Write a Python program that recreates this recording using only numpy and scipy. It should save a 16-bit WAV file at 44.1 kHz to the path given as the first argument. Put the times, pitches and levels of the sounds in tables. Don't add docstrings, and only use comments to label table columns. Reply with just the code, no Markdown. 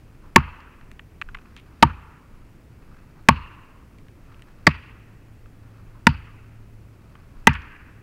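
import sys
import numpy as np
from scipy import signal
from scipy.fft import rfft, irfft
from scipy.io import wavfile
from scipy.ndimage import uniform_filter1d

SR = 44100
rng = np.random.default_rng(int(sys.argv[2]) if len(sys.argv) > 2 else 0)


def undo_db(level):
    steps = np.asarray(level, float) / 20
    return 10 ** steps


def int16_out(signal):
    q = np.round(np.clip(np.atleast_2d(signal).T, -1, 1) * 32767)
    wavfile.write(sys.argv[1], SR, q.astype(np.int16))


N = 353770
TIME = np.arange(N) / SR

# start in seconds, ring level in dB, crack level in dB, splinter level in dB,
# bite length in ms.
AXE_BLOWS = [
    (0.36, 4.5, 12, -12.5, 1.83),
    (1.8262, 7.5, 3.5, -17, 2.2),
    (3.2863, 4, 8.5, -14.5, 2.02),
    (4.6672, 4, 2, -14, 4.75),
    (6.0680, 4.5, 7, -25.5, 2.52),
    (7.4703, 7.5, 10, -9.5, 2.6),
]


def unit(x):
    return x / np.sqrt(np.mean(x ** 2))


def peak(x):
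    return x / np.max(np.abs(x))


def colour(x, table):
    hz, db = np.transpose(table)
    log_hz = np.log(np.arange(len(x) // 2 + 1) * SR / len(x) + 1)
    return irfft(rfft(x) * undo_db(np.interp(log_hz, np.log(hz), db)), len(x))


def band(x, hz, width):
    return signal.lfilter(*signal.iirpeak(hz, hz / width, SR), x)


def ring(hz, t60, lag=0., size=SR // 2):
    t = np.maximum(np.arange(size) / SR - lag, 0)
    return np.sin(2 * np.pi * hz * t) * undo_db(-60 * t / t60) * (1 - np.exp(-t * hz))


def walk(rate, size=N):
    hold = int(SR / rate)
    steps = np.clip(rng.standard_normal(size // hold + 1), -2, 2)
    slewed = uniform_filter1d(np.repeat(steps, hold), hold)
    return 1.3 * uniform_filter1d(slewed, hold)[:size]


def bell(s, spread):
    return np.exp(-.5 * ((TIME - s) / spread) ** 2)


def add(out, s, x):
    i = int(s * SR)
    out[i:i + len(x)] += x[:N - i]


def axe():
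    # mode in Hz, level in dB, t60 in seconds.
    notches = [
        [(913, -0.5, .032), (1100, -0.5, 0.042), (765, -9, 0.024), (355, -9.5, 0.043), (5740, -15.5, .008)],
        [(929.5, 1, 0.034), (1169, -3, .028), (330, -18, .06), (1700, -8, 0.021), (2600, -18.5, 0.012),
         (3890, -21.5, 0.0064)],
        [(911.5, 2, .029), (1104, 0, 0.027), (1478, -10.5, 0.022), (592, -9.5, 0.012), (4197, -18, .022)],
        [(451.7, -12.5, 0.02), (850, -6, 0.012), (610, -11.5, 0.025), (324.5, -11, 0.036), (3730, -13, .012),
         (1856, 0.5, 0.031), (1130, -9, 0.028), (4500, -11, 0.009)],
        [(916, 0.5, 0.035), (465, -7.5, 0.012), (1470, 5.5, 0.01), (1953, -2.5, 0.018), (4440, -15.5, 0.019)],
        [(910, 0.9, 0.031), (1208, -3.5, 0.037), (1592, -3, 0.031), (2020, -1, 0.032), (2473, -2.5, 0.023),
         (423, -10.5, .018), (4170, -14.5, 0.0086)],
    ]
    # echo level in dB, centre in Hz, width in octaves, near-trunk share 0-1.
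    echoes = [
        (-33.5, 1200, 1.01, 0.8),
        (-35.5, 920, 0.64, 0.8),
        (-35, 1100, 0.9, 0.7),
        (-37.5, 2400, 1.4, 1.04),
        (-40, 1600, 1.3, 0.9),
        (-33, 1620, 0.77, 0.9),
    ]
    # centre in Hz, width in Hz, level in dB.
    lingering = [
        [(900, 150, -0.5), (2700, 400, -1), (4400, 500, -5.5)],
        [(1210, 300, 3.5), (900, 150, -1.5), (4305, 400, -6)],
        [(1070, 170, 7.5), (2767, 350, 3.5), (4200, 550, 2.5)],
        [(1900, 180, 2.5), (2600, 400, -7), (4770, 600, 4)],
        [(1350, 380, -1), (2730, 400, -1), (4587, 500, 7)],
        [(1730, 350, 4.5), (2493, 290, -7), (4600, 500, -2)],
    ]
    out, t = np.zeros(N), TIME[:1500]
    for blow, (echo_db, *echo), notch, linger in zip(AXE_BLOWS, echoes, notches, lingering):
        s, ring_db, crack_db, splinter_db, bite_ms = blow
        attack = (1 - np.exp(-t / 0.00051)) ** 2
        bite = attack * np.exp(-t * 1000 / bite_ms) / (1 + (t * 400 / bite_ms) ** 4)
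        snaps, fibres = rng.standard_normal((2, len(t))) * bite
        body = 0
        for hz, db, t60 in notch:
            body = body + undo_db(db) * peak(signal.fftconvolve(snaps, ring(hz, t60, size=4000)))
        crack = band(band(fibres, 1880, 750), 1880, 1200)
        splinters = band(band(fibres, 3500, 5000), 5000, 7000)
        add(out, s, undo_db(ring_db) * peak(body))
        add(out, s, undo_db(crack_db) * peak(crack))
        add(out, s, undo_db(splinter_db) * peak(splinters))
        add(out, s, undo_db(echo_db) * wood(linger, *echo))
    return out


def wood(linger, centre_hz, octaves, near):
    # delay in seconds, spread in seconds, level in dB.
    near_trunks = [
        (0.023, .004, 9),
        (0.039, .01, 2),
        (.08, .008, -2),
    ]
    # band in Hz, t60 in seconds.
    wood_fade = [(700, 1.45), (1850, 1.27), (4500, 0.8), (7000, .3), (10000, .15)]
    # frequency in Hz, level in dB.
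    housing_curve = [(240, -40), (400, -6.5), (493, -9.5), (580, -20.5), (725, -20), (893, -8),
                     (1130, -6.5), (1220, -7.5), (2250, -9.5), (2610, -6), (3780, -25.5), (4450, -24.5),
                     (5570, -32.5), (14000, -51)]
    t = TIME[:int(1.4 * SR)]
    fade_hz, fade_t60 = np.transpose(wood_fade)
    clusters = 1 + near * sum(undo_db(db) * np.exp(-.5 * ((t - s) / w) ** 2) for s, w, db in near_trunks)
    broad = []
    for hz in 600 * 2 ** (np.arange(14) / 3):
        off_centre = np.log2(hz / centre_hz) / octaves
        broad.append((hz, hz / 4.1, max(-5.5 * off_centre ** 2, -9.5)))
    out = 0
    for hz, width, db in broad + linger:
        fade = undo_db(db - 60 * t / np.interp(np.log(hz), np.log(fade_hz), fade_t60))
        lumps = undo_db(3.5 * walk(70, len(t)))
        out = out + fade * lumps * band(rng.standard_normal(len(t)), hz, width)
    onset = (1 + 3 * np.exp(-t / 0.007)) * np.clip(t / 0.0065, 0, 1)
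    return colour(out, housing_curve) * clusters * onset * 3.9


def trunk():
    # start in seconds, squareness 0-1.
    thuds = [
        (.3601, 1),
        (1.8264, 1),
        (3.2874, 1),
        (4.6670, 0),
        (6.0687, 1),
        (7.4715, 1),
    ]
    # mode in Hz, level in dB, t60 in seconds, arrival in ms.
    soil_modes = [(89, -15, .2, 4.8), (232, -17, .105, 13.1), (274, -33, .16, 15.7),
                  (82.6, -17.3, .26, 19.1), (138.3, -7.3, .145, 20.1), (56.7, -22, .33, 24.6),
                  (69, -17, .16, 25.1), (138.4, -15.7, .2, 31), (191, -34, .16, 44.4)]
    out = np.zeros(N)
    wave = sum(undo_db(db) * ring(hz, t60, ms / 1000) for hz, db, t60, ms in soil_modes)
    for s, square in thuds:
        glance = 1 - square
        thud = ring(207 - 32 * glance, .025)
        add(out, s + glance * .0095, undo_db(13 - 4 * glance) * thud)
        add(out, s, undo_db(-5 * glance) * wave)
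    return out


def tick(out, s, db, hz, ms, edge_db):
    t = TIME[:2600]
    snaps = rng.standard_normal(len(t)) * np.exp(-t * 1000 / ms)
    muffle = signal.butter(3, (850, max(3000, 1.3 * hz)), "band", fs=SR)
    housing = band(band(snaps, 1300, 600), 1300, 600) + band(band(snaps, 2500, 340), 2100, 900)
    body = band(band(snaps, hz, 0.72 * hz), hz, 1.2 * hz) + 0.4 * housing
    edge = band(band(snaps * np.exp(-t / 0.0014), 4600, 5000), 4500, 8000)
    add(out, s, undo_db(db + 1.0) * peak(signal.lfilter(*muffle, body)))
    add(out, s, undo_db(db + edge_db) * peak(edge))


def chips():
    # start in seconds, peak level in dB, centre in Hz, length in ms.
    landings = [(.3590, -8.5, 1200, 0.69), (.812, -42.5, 1720, 1.2), (.9938, -31, 1990, 2.1),
                (1.2143, -19.5, 1730, 1.8), (1.2207, -18, 2020, 1.19), (1.288, -33.5, 1350, 4.5),
                (1.3468, -27, 2140, 4.2), (1.349, -25, 1130, 2.1), (1.3704, -39, 1590, 1.4),
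                (1.3867, -39, 1550, 1.8), (1.419, -54, 2640, 1.5), (1.4556, -44, 1630, 2.8),
                (1.8253, -5, 3600, 1.3), (4.3444, -45, 2600, 1.5), (5.459, -43.5, 1430, 1.52),
                (7.1534, -41.5, 1394, 2.5), (7.494, -22.5, 2000, 2.3), (7.552, -25.5, 1610, 5.4)]
    out = np.zeros(N)
    for s, db, hz, ms in landings:
        tick(out, s, db, hz, ms, edge_db=-20)
    return out


def twigs():
    # start in seconds, peak level in dB, centre in Hz, length in ms.
    twig_snaps = [(.605, -49, 4500, .7), (.915, -36, 2000, 1.6), (1.565, -34, 2580, 2.6),
                  (1.574, -43, 2700, 15), (1.5982, -42, 2600, 2.12), (3.9848, -46.5, 2570, 2.3),
                  (4.0838, -48, 1880, 1.53), (4.3938, -47, 1880, 2.1), (4.421, -39, 2400, 1.4),
                  (7.533, -37.5, 5150, 0.74), (7.539, -31, 2100, 4.5), (7.62, -47, 5000, .93)]
    out = np.zeros(N)
    for s, db, hz, ms in twig_snaps:
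        tick(out, s, db, hz, ms, edge_db=-6.5)
    return out


def swish():
    swing_levels = [-55.5, -60, -59.5, -70, -58.5, -61]
    lead_s, spread_s, centre_hz = .105, 0.02, 1050
    air_cut = unit(band(band(rng.standard_normal(N), centre_hz, 500), centre_hz, 700))
    return air_cut * sum(undo_db(db) * bell(s - lead_s, spread_s) for (s, *_), db in zip(AXE_BLOWS, swing_levels))


def jacket():
    # resonance in Hz, width in Hz, level in dB.
    cloth_bands = [
        (1230, 900, 0.5),
        (2600, 150, -6.5),
        (4499, 1900, -19),
    ]
    effort_levels = [-69.5, -62, -66, -63, -67.5, -65]
    rest_db, wind_up_s, rise_s, swing_drop_db = -69.5, .3, 0.12, -3.5
    flutter = undo_db(3.1 * walk(330) + 1.5 * walk(25))
    cloth = 0
    for hz, width, db in cloth_bands:
        grains = flutter * rng.standard_normal(N)
        cloth = cloth + undo_db(db + 0.9 * walk(17)) * band(band(grains, hz, width), hz, width)
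    level = undo_db(rest_db)
    for (s, *_), db in zip(AXE_BLOWS, effort_levels):
        swing = undo_db(swing_drop_db) * (TIME > s - wind_up_s) * (TIME < s)
        level = level + undo_db(db) * np.maximum(bell(s - wind_up_s, rise_s), swing)
    return unit(cloth) * uniform_filter1d(level, size=2001)


def wind():
    # time in seconds, peak level in dB, spread in seconds.
    gusts = [
        (.05, -60, 0.043),
        (.92, -51, 0.06),
        (1.29, -38, 0.055),
        (2.38, -45, 0.037),
        (5.95, -46, 0.059),
        (7.45, -50, 0.088),
    ]
    low = colour(rng.standard_normal(N), [(6, -21), (18, 15.0), (35, 8.5), (60, -45.5), (150, -90)])
    turbulence = unit(low) * undo_db(2.3 * walk(11.0))
    return turbulence * (undo_db(-52.5) + sum(undo_db(db) * bell(s, w) for s, db, w in gusts))


def far_engine():
    # time in seconds, pitch in Hz, level in dB.
    engine_path = [(2.3, 111.1, -67), (3.199, 108.6, -59), (4.102, 110.9, -59), (4.7, 109.5, -58.5),
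                   (5.1, 108.4, -53), (5.901, 108.6, -49), (6.701, 109.6, -49), (7.299, 108.5, -56.5),
                   (7.699, 109, -59.5), (8.02, 109.8, -49)]
    s, hz, db = np.transpose(engine_path)
    level = undo_db(np.interp(TIME, s, db, left=-90) + 0.5 * walk(7.8))
    phase = 2 * np.pi * np.cumsum(np.interp(TIME, s, hz)) / SR
    return np.sqrt(2) * level * np.sin(phase)


def air():
    # frequency in Hz, level in dB per Hz.
    rumble_curve = [(26, -40.5), (45, -0.5), (79, -3.5), (112, -4.5), (170, -9.5), (291, -13.5), (442, -20),
                    (525, -22.5), (798, -27.5), (1370, -32.5), (2300, -32.5), (2600, -33.5), (3570, -43.5),
                    (4800, -44), (16000, -55)]
    rumble = unit(colour(rng.standard_normal(N), rumble_curve))
    return undo_db(-49) * rumble + undo_db(-72) * rng.standard_normal(N)


def scene():
    work = axe() + trunk() + chips() + twigs() + swish() + jacket()
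    return (work + wind() + far_engine() + air())[None]


def roll_off(x):
    return signal.sosfilt(signal.butter(12, 16750, fs=SR, output="sos"), x)


def record(dry):
    clipped = np.clip(dry, -1.003, 1.003)
    top_cut = signal.ellip(8, .2, 60, 15700, fs=SR, output="sos")
    return roll_off(signal.sosfilt(top_cut, clipped))


dry = scene()
out = record(dry)
int16_out(out)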